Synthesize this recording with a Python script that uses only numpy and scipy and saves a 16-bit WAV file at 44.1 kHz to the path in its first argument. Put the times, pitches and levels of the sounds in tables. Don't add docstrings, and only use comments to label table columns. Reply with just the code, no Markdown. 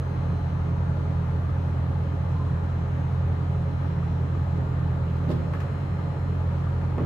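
import sys
import numpy as np
from scipy import signal
from scipy.fft import irfft
from scipy.io import wavfile
from scipy.ndimage import uniform_filter1d

SR = 44100
rng = np.random.default_rng(int(sys.argv[2]) if len(sys.argv) > 2 else 0)


def persist_wave(psi):
    counts = np.round(np.clip(psi, -1, 1) * 32767).astype(np.int16)
    wavfile.write(sys.argv[1], SR, np.atleast_2d(counts).T)


N = 310905
TIME = np.arange(N) / SR

HALL_T60_S = 0.74
ROTOR_HZ = 62.66
LATCHING_FROM_S, LATCHING_TO_S = 5.32, 6.335

# multiple of the crank rate (4 is the firing rate), level in dB.
ENGINE_ORDERS = [(4, -42.5), (6, -56), (7, -43.5), (8, -27.7), (9, -57), (11, -48), (12, -30.3), (13, -46),
                 (14, -55), (15, -45), (16, -45), (18, -53), (20, -57), (26, -58)]
IDLE_LOPE = [(1, .12), (1.5, .11)]
# pitch in Hz, width in Hz, level in dB, left over right in dB.
EXHAUST_MODES = [(56.4, 7.5, -52.5, -1), (76.4, 38, -39.5, 2), (97.4, 16, -48, -0.5), (143, 12.5, -41, -1),
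                 (168.8, 14, -45.5, -2.5), (278, 9, -49, -23.5), (418.3, 13, -52, 2.5),
                 (552.1, 24, -53, -5), (848, 53, -52.5, 12.5), (1210, 110, -57.5, 0), (2077, 88, -69.5, 6)]
# time in seconds, level in dB.
BOOM_LEVELS = [(0, -38), (.3, -39), (.7, -34), (1.25, -33.5), (1.45, -38.5), (2, -37.5), (2.45, -33.5),
               (2.85, -41), (3.35, -35), (3.75, -35.5), (4.05, -31), (4.25, -40), (4.7, -34), (5.3, -30.5),
               (5.65, -41), (6.1, -37), (7.05, -41)]
# frequency in Hz, left-right likeness (1 is mono).
HALL_LIKENESS = [(60, .99), (150, .97), (280, .72), (500, .5), (1000, .08), (2000, 0), (14000, 0)]
# frequency in Hz, left over right in dB.
HALL_BALANCE = [(45, -.2), (87, -.9), (130, -2), (190, -3), (320, -6), (500, 1.5), (850, 3), (1300, .5),
                (2100, 3.5), (3000, 1), (5000, 1.5), (9000, 2), (10500, -2), (12000, -10), (15500, -8)]
# frequency in Hz, relative level in dB.
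FAN_COLOUR = [(20, -6), (40, -4), (65, 0), (100, -1), (190, 1.5), (330, -6), (560, -7), (1300, -13),
              (1470, -17), (1700, -15.5), (2400, -25.5), (3300, -30), (5500, -45), (9000, -49),
              (15500, -53.5)]
# pitch in Hz, level in dB, left over right in dB.
MACHINE_HUMS = [(120, -39.5, -2.5), (473, -59, -9), (1201, -65, 3), (1401, -69, -9)]
# pitch in Hz, width in Hz, level in dB.
WHIRR_TONES = [(393, 20, -59), (485, 30, -59), (660, 25, -62), (891, 10, -62), (947, 6, -58),
               (1018, 16, -62), (1092, 10, -61.5), (1147, 22, -61), (1255, 14, -63), (1402, 12, -63),
               (1565, 70, -67)]
# multiple of the rotor rate, free level in dB,
# loaded level in dB, left over right in dB, left-right likeness when free, likeness when loaded.
WHINE_LINES = [(10, -65, -63, 0, 0.9, 0.9), (15, -64, -68, 8, 0.6, 0.9), (20, -69, -61, 0, 0.4, 0.6),
               (25, -72, -70, 0, 0.1, -0.1), (30, -73, -81, 4, 0.2, -0.1), (40, -76, -75, 9, 0.9, 0.9),
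               (55, -78, -81, 9, 0.9, 0.9), (60, -75, -80, -1, 0.1, -0.0), (65, -70.2, -70, 3, 0.4, 0.8),
               (70, -75, -73, 3, -0.6, -0.9), (75, -84, -87, 3, -0.4, -0.4), (80, -84, -83, 3, 0.4, -0.8),
               (85, -78, -73, 0, 0.1, 0.4), (90, -77.5, -74.5, -7, 0.3, -0.7),
               (95, -85, -84, 2, -0.1, -0.5), (100, -78.8, -90, 5, 0.7, -0.4),
               (104, -87, -93, -1, 0.9, 0.8), (105, -85, -79, 0, 0.0, 0.9), (110, -85, -99, 3, -0.3, -0.0),
               (115, -85, -79.5, 4, 0.2, 0.6), (120, -88, -83, 1, 0.1, 0.6), (130, -97, -85, 0, 0.1, 0.5),
               (135, -92, -86, 5, 0.4, -0.4), (140, -97, -90, 11, -0.5, 0.5), (145, -93, -92, 7, 0.4, 0.2),
               (150, -92, -93, 0, 0.0, 0.6), (165, -95, -89, -2, -0.5, -0.6),
               (170, -88, -90, -9, -0.2, -0.0), (175, -89, -94, -10, -0.1, -0.0),
               (180, -92, -97, -11, 0.2, 0.3)]
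CLEAR_LINES = (65, 70, 85, 100)
# time in seconds, then a gain in dB for each line.
WHINE_SWELLS = [(0, 1, 0, 1, 3.5), (.48, 3, 3, 1.5, .5), (.68, -3, 3.5, -1, 2.5), (1.2, -1, 2, -1, 1.5),
                (1.45, -.5, 1, 0, -2), (1.65, 2, -3, 2, 2), (1.83, 1, -2, -2, -4), (2.08, -2, 1, -1, 1),
                (2.35, 1.5, -1, 4.5, .5), (2.57, -.5, -1, 1, -4), (2.75, -1, -6, -2, 1.5),
                (3.12, -3, -2, -4, 2.5), (3.42, -3, 3, -1, -2), (3.75, 3.5, -4, 3, .5),
                (4.2, 0, -2, 2.5, 0), (4.62, -2, 1, -2, -6), (5.12, 2.5, 1, -1, -3), (5.35, 1, 0, 0, 0),
                (6.3, 1, 0, 0, 0), (6.75, -3, 2, 0, -1)]
# frequency in Hz, level per line in dB.
BUZZ_COLOUR = [(3500, -86), (4500, -97.5), (6300, -96.5), (10000, -104), (13500, -105)]
# peak and half-length in seconds, level in dB.
CANVAS_RUSTLES = [(2.33, .05, -68), (4.53, .1, -70), (5.19, .06, -67), (6.6, .05, -70), (6.8, .06, -72)]
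# frequency in Hz, relative level in dB.
CRISP_COLOUR = [(500, -10), (2000, 0), (4000, 0), (6000, -4), (9000, -14), (12500, -11), (15500, -14)]
# peak and half-length in seconds, pitch in Hz, level in dB.
HINGE_SQUEAK = (2.41, .036, 1030, -46.5)
# start in seconds, thud level in dB, brightness in Hz, rattle level in dB.
ROOF_KNOCKS = [(5.283, -28.5, 380, -54), (5.290, -29.5, 600, -51.5), (5.301, -28.5, 2000, -46.5),
               (5.311, -30, 1000, -45.5), (5.334, -38, 600, -62), (6.968, -37, 500, -75),
               (6.980, -27, 1000, -70), (6.995, -28.5, 1700, -66), (7.005, -31, 1500, -70),
               (7.017, -31.5, 900, -68)]
# pitch in Hz, relative level in dB, 60 dB decay time in seconds.
FRAME_MODES = [(102, -4.5, 0.2), (205, -2, 0.15), (247.5, -1, 0.1), (275, -9, 0.1), (332, -8, 0.08),
               (372, -4, 0.06), (422, -6, 0.06), (480, -4, 0.08), (540, -10, .07), (590, -5, 0.07),
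               (710, -12, 0.032), (834, -11.5, 0.05), (1052, -11.5, 0.04), (1200, -10, 0.06),
               (1330, -17, 0.06), (1676, -18, 0.05), (1940, -20, 0.035)]
# frequency in Hz, relative level in dB.
RATTLE_COLOUR = [(200, 0), (700, 0), (1500, -4), (2500, -7), (3800, -6), (5500, -19), (9000, -29),
                 (12500, -27), (15500, -42)]
# start in seconds, level in dB.
JOINT_ZINGS = [(5.287, -70), (5.305, -69.5), (5.535, -69.5)]
# start in seconds, then clack, hook ring and spring snap levels in dB.
LATCH_HITS = [(5.535, -39, -39.5, -56.5), (5.602, -43.5, -44, -51.5), (6.982, -49, -38, -80),
              (7.003, -47, -43, -80)]
# frequency in Hz, relative level in dB.
CLACK_COLOUR = [(200, -15), (900, 1), (1900, 0), (2600, -8), (3300, -19), (8000, -38), (15500, -48)]
# pitch in Hz, relative level in dB, 60 dB decay time in seconds.
HOOK_MODES = [(1110, 0, .1), (1260, -1, .09), (1790, -7, .06), (2060, -8, .05), (2520, -12, .05)]
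# centre in Hz, width in Hz, gain in dB.
TREBLE_COLOUR = [(2284, 260, -4), (2550, 140, 1), (4060, 91, -1), (5700, 550, -4.5), (6300, 480, 2.5),
                 (8040, 310, -4), (8860, 540, 3.5), (9750, 450, -1.5), (11100, 1800, -4), (12500, 1200, 1)]


def from_db(db):
    return 10 ** (np.asarray(db) / 20)


def rms_one(x):
    return x / np.sqrt(np.mean(x ** 2) + 1e-20)


def at_hz(points, hz):
    freqs, values = np.transpose(points)
    return np.interp(np.log(hz), np.log(freqs), values)


def pan(db):
    return rms_one(from_db([[db / 2], [-db / 2]]))


def drift(rate_hz):
    step, settle = 100, 1000
    r = np.exp(-2 * np.pi * rate_hz * step / SR)
    slow = signal.lfilter([1], [1, -2 * r, r * r], rng.standard_normal(N // step + settle + 2))[settle:]
    return np.interp(np.arange(N) / step, np.arange(len(slow)), rms_one(slow))


def switched(start, end, ramp_s):
    return np.clip(.5 + np.minimum(TIME - start, end - TIME) / ramp_s, 0, 1)


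def resonate(x, hz, width, passes=1):
    r = np.exp(-np.pi * width / SR)
    poles = [1, -2 * r * np.cos(2 * np.pi * hz / SR), r * r]
    for _ in range(passes):
        x = signal.lfilter(np.array([1, 0, -1]) * (1 - r * r) / 2, poles, x)
    return x


def ring(clicks, hz, t60):
    r, w = from_db(-60 / (t60 * SR)), 2 * np.pi * hz / SR
    return signal.lfilter([0, np.sin(w)], [1, -2 * r * np.cos(w), r * r], clicks + 1e-18)


def strikes(times, levels_db):
    clicks = np.zeros(N)
    clicks[np.clip(np.round(times * SR).astype(int), 0, N - 1)] = from_db(levels_db)
    return clicks


def fade(clicks, t60, attack_s=.0006):
    envelope = signal.lfilter([1], [1, -from_db(-60 / (t60 * SR))], clicks + 1e-18)
    r = np.exp(-1 / (attack_s * SR))
    return signal.lfilter([1 - r], [1, -r], envelope)


def bandpass(x, low, high):
    return signal.sosfilt(signal.butter(2, [low, high], "band", fs=SR, output="sos"), x)


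def hall_noise(colour, flutter_db=1.2):
    out, edges = 0, np.geomspace(20, 17000, 25)
    white = rng.standard_normal((2, 2, N))
    for k, (low, high) in enumerate(zip(edges, edges[1:])):
        mid, side = bandpass(white[k % 2], low, high)
        hz = np.sqrt(low * high)
        alike = at_hz(HALL_LIKENESS, hz)
        gain = from_db(at_hz(colour, hz) + flutter_db * drift(8.7)) * pan(at_hz(HALL_BALANCE, hz))
        out += gain * (np.sqrt(1 + alike) * mid + np.sqrt(1 - alike) * side * [[1], [-1]])
    return rms_one(out)


def engine(turns, idle_up, unsteady_db=.85):
    throb_db = -.24 - 3 * idle_up
    lope = 1 + sum(depth * np.sin(2 * np.pi * (order * turns + rng.random()))
                   for order, depth in IDLE_LOPE)
    out = 0
    for order, db in ENGINE_ORDERS:
        tone = np.sqrt(2) * np.sin(2 * np.pi * (order * turns + rng.random()))
        side_db = at_hz(HALL_BALANCE, order * turns[-1] / TIME[-1])
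        out += lope * tone * from_db(db + throb_db + unsteady_db * drift(3.9)) * pan(side_db)
    firings = np.diff(np.floor(4 * turns), prepend=0)
    for hz, width, db, side_db in EXHAUST_MODES:
        rumble = resonate(firings * rng.standard_normal(N), hz, width, passes=2)
        rumble /= np.sqrt(uniform_filter1d(rumble ** 2, SR // 2) + 1e-18)
        out += from_db(db) * rumble * pan(side_db)
    return out


def exhaust_boom(hz=165.65, wander_hz=1.23, trim_db=-1.5):
    phase = 2 * np.pi * np.cumsum(hz + wander_hz * drift(2.68)) / SR
    level_db = trim_db + np.interp(TIME, *np.transpose(BOOM_LEVELS))
    return np.sqrt(2) * np.sin(phase) * from_db(level_db) * pan(at_hz(HALL_BALANCE, hz))


def fans(turns, level_db=-37, pulsing=.014):
    rush = hall_noise(FAN_COLOUR, flutter_db=1.0)
    return from_db(level_db) * rush * (1 + pulsing * np.sin(8 * np.pi * turns))


def machine_hum():
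    return sum(np.sqrt(2) * np.sin(2 * np.pi * (hz * TIME + rng.random())) * from_db(db) * pan(side_db)
               for hz, db, side_db in MACHINE_HUMS)


def whirr():
    out = 0
    for hz, width, db in WHIRR_TONES:
        tone = resonate(rng.standard_normal((2, N)), hz, width, passes=2)
        out += from_db(db) * rms_one(tone) * pan(at_hz(HALL_BALANCE, hz))
    return out


def pump(latching_extra_hz=.54, surge_hz=.21, settle_s=1.1, wander_hz=.025, buzz_dip_db=1):
    load = switched(LATCHING_FROM_S, LATCHING_TO_S, ramp_s=.03)
    travel_s = np.where(TIME < LATCHING_TO_S, TIME, TIME - LATCHING_TO_S)
    rotor_hz = ROTOR_HZ + latching_extra_hz * load + surge_hz * (1 - load) * np.exp(-travel_s / settle_s)
    phase = 2 * np.pi * np.cumsum(rotor_hz + wander_hz * drift(6.9)) / SR
    return pump_whine(phase, load) + rotor_buzz(phase) * from_db(-buzz_dip_db * load)


def pump_whine(phase, load, trim_db=-.64):
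    times, *levels = np.transpose(WHINE_SWELLS)
    swells = {multiple: np.interp(TIME, times, db) for multiple, db in zip(CLEAR_LINES, levels)}
    out = 0
    for multiple, free_db, loaded_db, side_db, free_alike, loaded_alike in WHINE_LINES:
        right_shift = np.arccos(free_alike + load * (loaded_alike - free_alike))
        angle = multiple * phase + 2 * np.pi * rng.random() + right_shift * [[0], [1]]
        shimmer = .19 if multiple in swells else .48
        echoes = shimmer * np.array([[drift(1.3), drift(1.3)] for ear in range(2)])
        echoes *= 1 - .55 * load
        tone = (1 + echoes[:, 0]) * np.sin(angle) + echoes[:, 1] * np.cos(angle)
        level_db = free_db + load * (loaded_db - free_db) + swells.get(multiple, 0)
        out += rms_one(tone) * from_db(level_db + trim_db) * pan(side_db)
    return out


def rotor_buzz(phase, spread_db=2.5, size=8192):
    hz = np.maximum(np.arange(size // 2 + 1), 1) * ROTOR_HZ
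    db = at_hz(BUZZ_COLOUR, hz) + spread_db * rng.standard_normal((2, len(hz)))
    db += at_hz(HALL_BALANCE, hz) / 2 * np.array([[1], [-1]])
    in_band = (hz > BUZZ_COLOUR[0][0]) & (hz < BUZZ_COLOUR[-1][0])
    lines = from_db(db) * np.exp(2j * np.pi * rng.random(db.shape)) * in_band
    one_turn = irfft(lines, size) * size / np.sqrt(2)
    turns = phase / (2 * np.pi)
    return np.array([np.interp(turns, np.arange(size) / size, ear, period=1) for ear in one_turn])


def canvas(crinkle_db=3):
    envelope = sum(from_db(db) * np.exp(-.5 * ((TIME - peak_s) / half_s) ** 2)
                   for peak_s, half_s, db in CANVAS_RUSTLES)
    crinkle = rms_one(from_db(crinkle_db * drift(40)))
    return envelope * crinkle * hall_noise(CRISP_COLOUR)


def hinge(width_hz=32):
    peak_s, half_s, hz, db = HINGE_SQUEAK
    rub = resonate(rng.standard_normal(N), hz, width_hz, passes=2)
    return from_db(db) * np.exp(-.5 * ((TIME - peak_s) / half_s) ** 2) * rms_one(rub)


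def roof_clunks(spread_db=3.0, hall_db=-15):
    thud = 0
    for start, thud_db, bright_hz, _ in ROOF_KNOCKS:
        knock = 0
        for hz, db, t60 in FRAME_MODES:
            late_s = rng.uniform(0, .00279, 1)
            contact = strikes(start + late_s, thud_db + db + spread_db * rng.standard_normal())
            knock += ring(contact, hz, t60)
        thud += bandpass(knock, 80, bright_hz)
    starts, _, _, rattle_db = np.transpose(ROOF_KNOCKS)
    rattle = clatter(strikes(starts, rattle_db), RATTLE_COLOUR, t60=.14, tail_db=-13)
    return (thud + from_db(hall_db) * hall_tail(thud)) * pan(-4.5) + rattle


def clatter(clicks, colour, t60, tail_db):
    envelope = np.hypot(fade(clicks, t60), from_db(tail_db) * fade(clicks, HALL_T60_S))
    return envelope * hall_noise(colour)


def hall_tail(x):
    out = np.zeros((2, N))
    for k, lag in enumerate((rng.uniform(.014, .06, 16) * SR).astype(int)):
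        loop, feedback = x.copy(), from_db(-60 * lag / SR / HALL_T60_S)
        for i in range(lag, N, lag):
            loop[i:i + lag] += feedback * loop[i - lag:i][:N - i]
        out[k % 2] += (loop - x) * (-1) ** (k // 2)
    return out


def joint_zing(hz=12500, width_hz=1800, t60=.22):
    starts, db = np.transpose(JOINT_ZINGS)
    rub = resonate(rng.standard_normal((2, N)), hz, width_hz, passes=2)
    return fade(strikes(starts, db), t60) * rms_one(rub) * pan(at_hz(HALL_BALANCE, hz))


def latches(rebound_s=.015, rebound_db=-9):
    rebounds = np.array(LATCH_HITS) + [rebound_s, rebound_db, rebound_db, rebound_db]
    starts, clack_db, hook_db, snap_db = np.vstack([LATCH_HITS, rebounds]).T
    clack = clatter(strikes(starts, clack_db), CLACK_COLOUR, t60=.1, tail_db=-12)
    hooks = sum(ring(strikes(starts, hook_db + db), hz, t60) for hz, db, t60 in HOOK_MODES)
    snap = clatter(strikes(starts, snap_db), CRISP_COLOUR, t60=.09, tail_db=-15)
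    return clack + hooks + snap


def scene(idle_rpm=651, hunt_rpm=5, hunt_period_s=3.2, idle_up_rpm=26):
    idle_up = switched(5.44, 6.28, ramp_s=.24)
    hunting = hunt_rpm * np.cos(2 * np.pi * (TIME - .5) / hunt_period_s)
    rpm = idle_rpm + hunting * (1 - idle_up) + idle_up_rpm * idle_up
    turns = np.cumsum(rpm) / 60 / SR
    bed = engine(turns, idle_up) + exhaust_boom() + fans(turns) + machine_hum() + whirr()
    return bed + pump() + hinge() + canvas() + roof_clunks() + latches() + joint_zing()


def record(dry, cutoff_hz=15550):
    for hz, width, db in TREBLE_COLOUR:
        dry = dry + (from_db(db) - 1) * resonate(dry, hz, width)
    return signal.sosfilt(signal.ellip(10, .1, 80, cutoff_hz, fs=SR, output="sos"), dry)


dry = scene()
out = record(dry)
persist_wave(out)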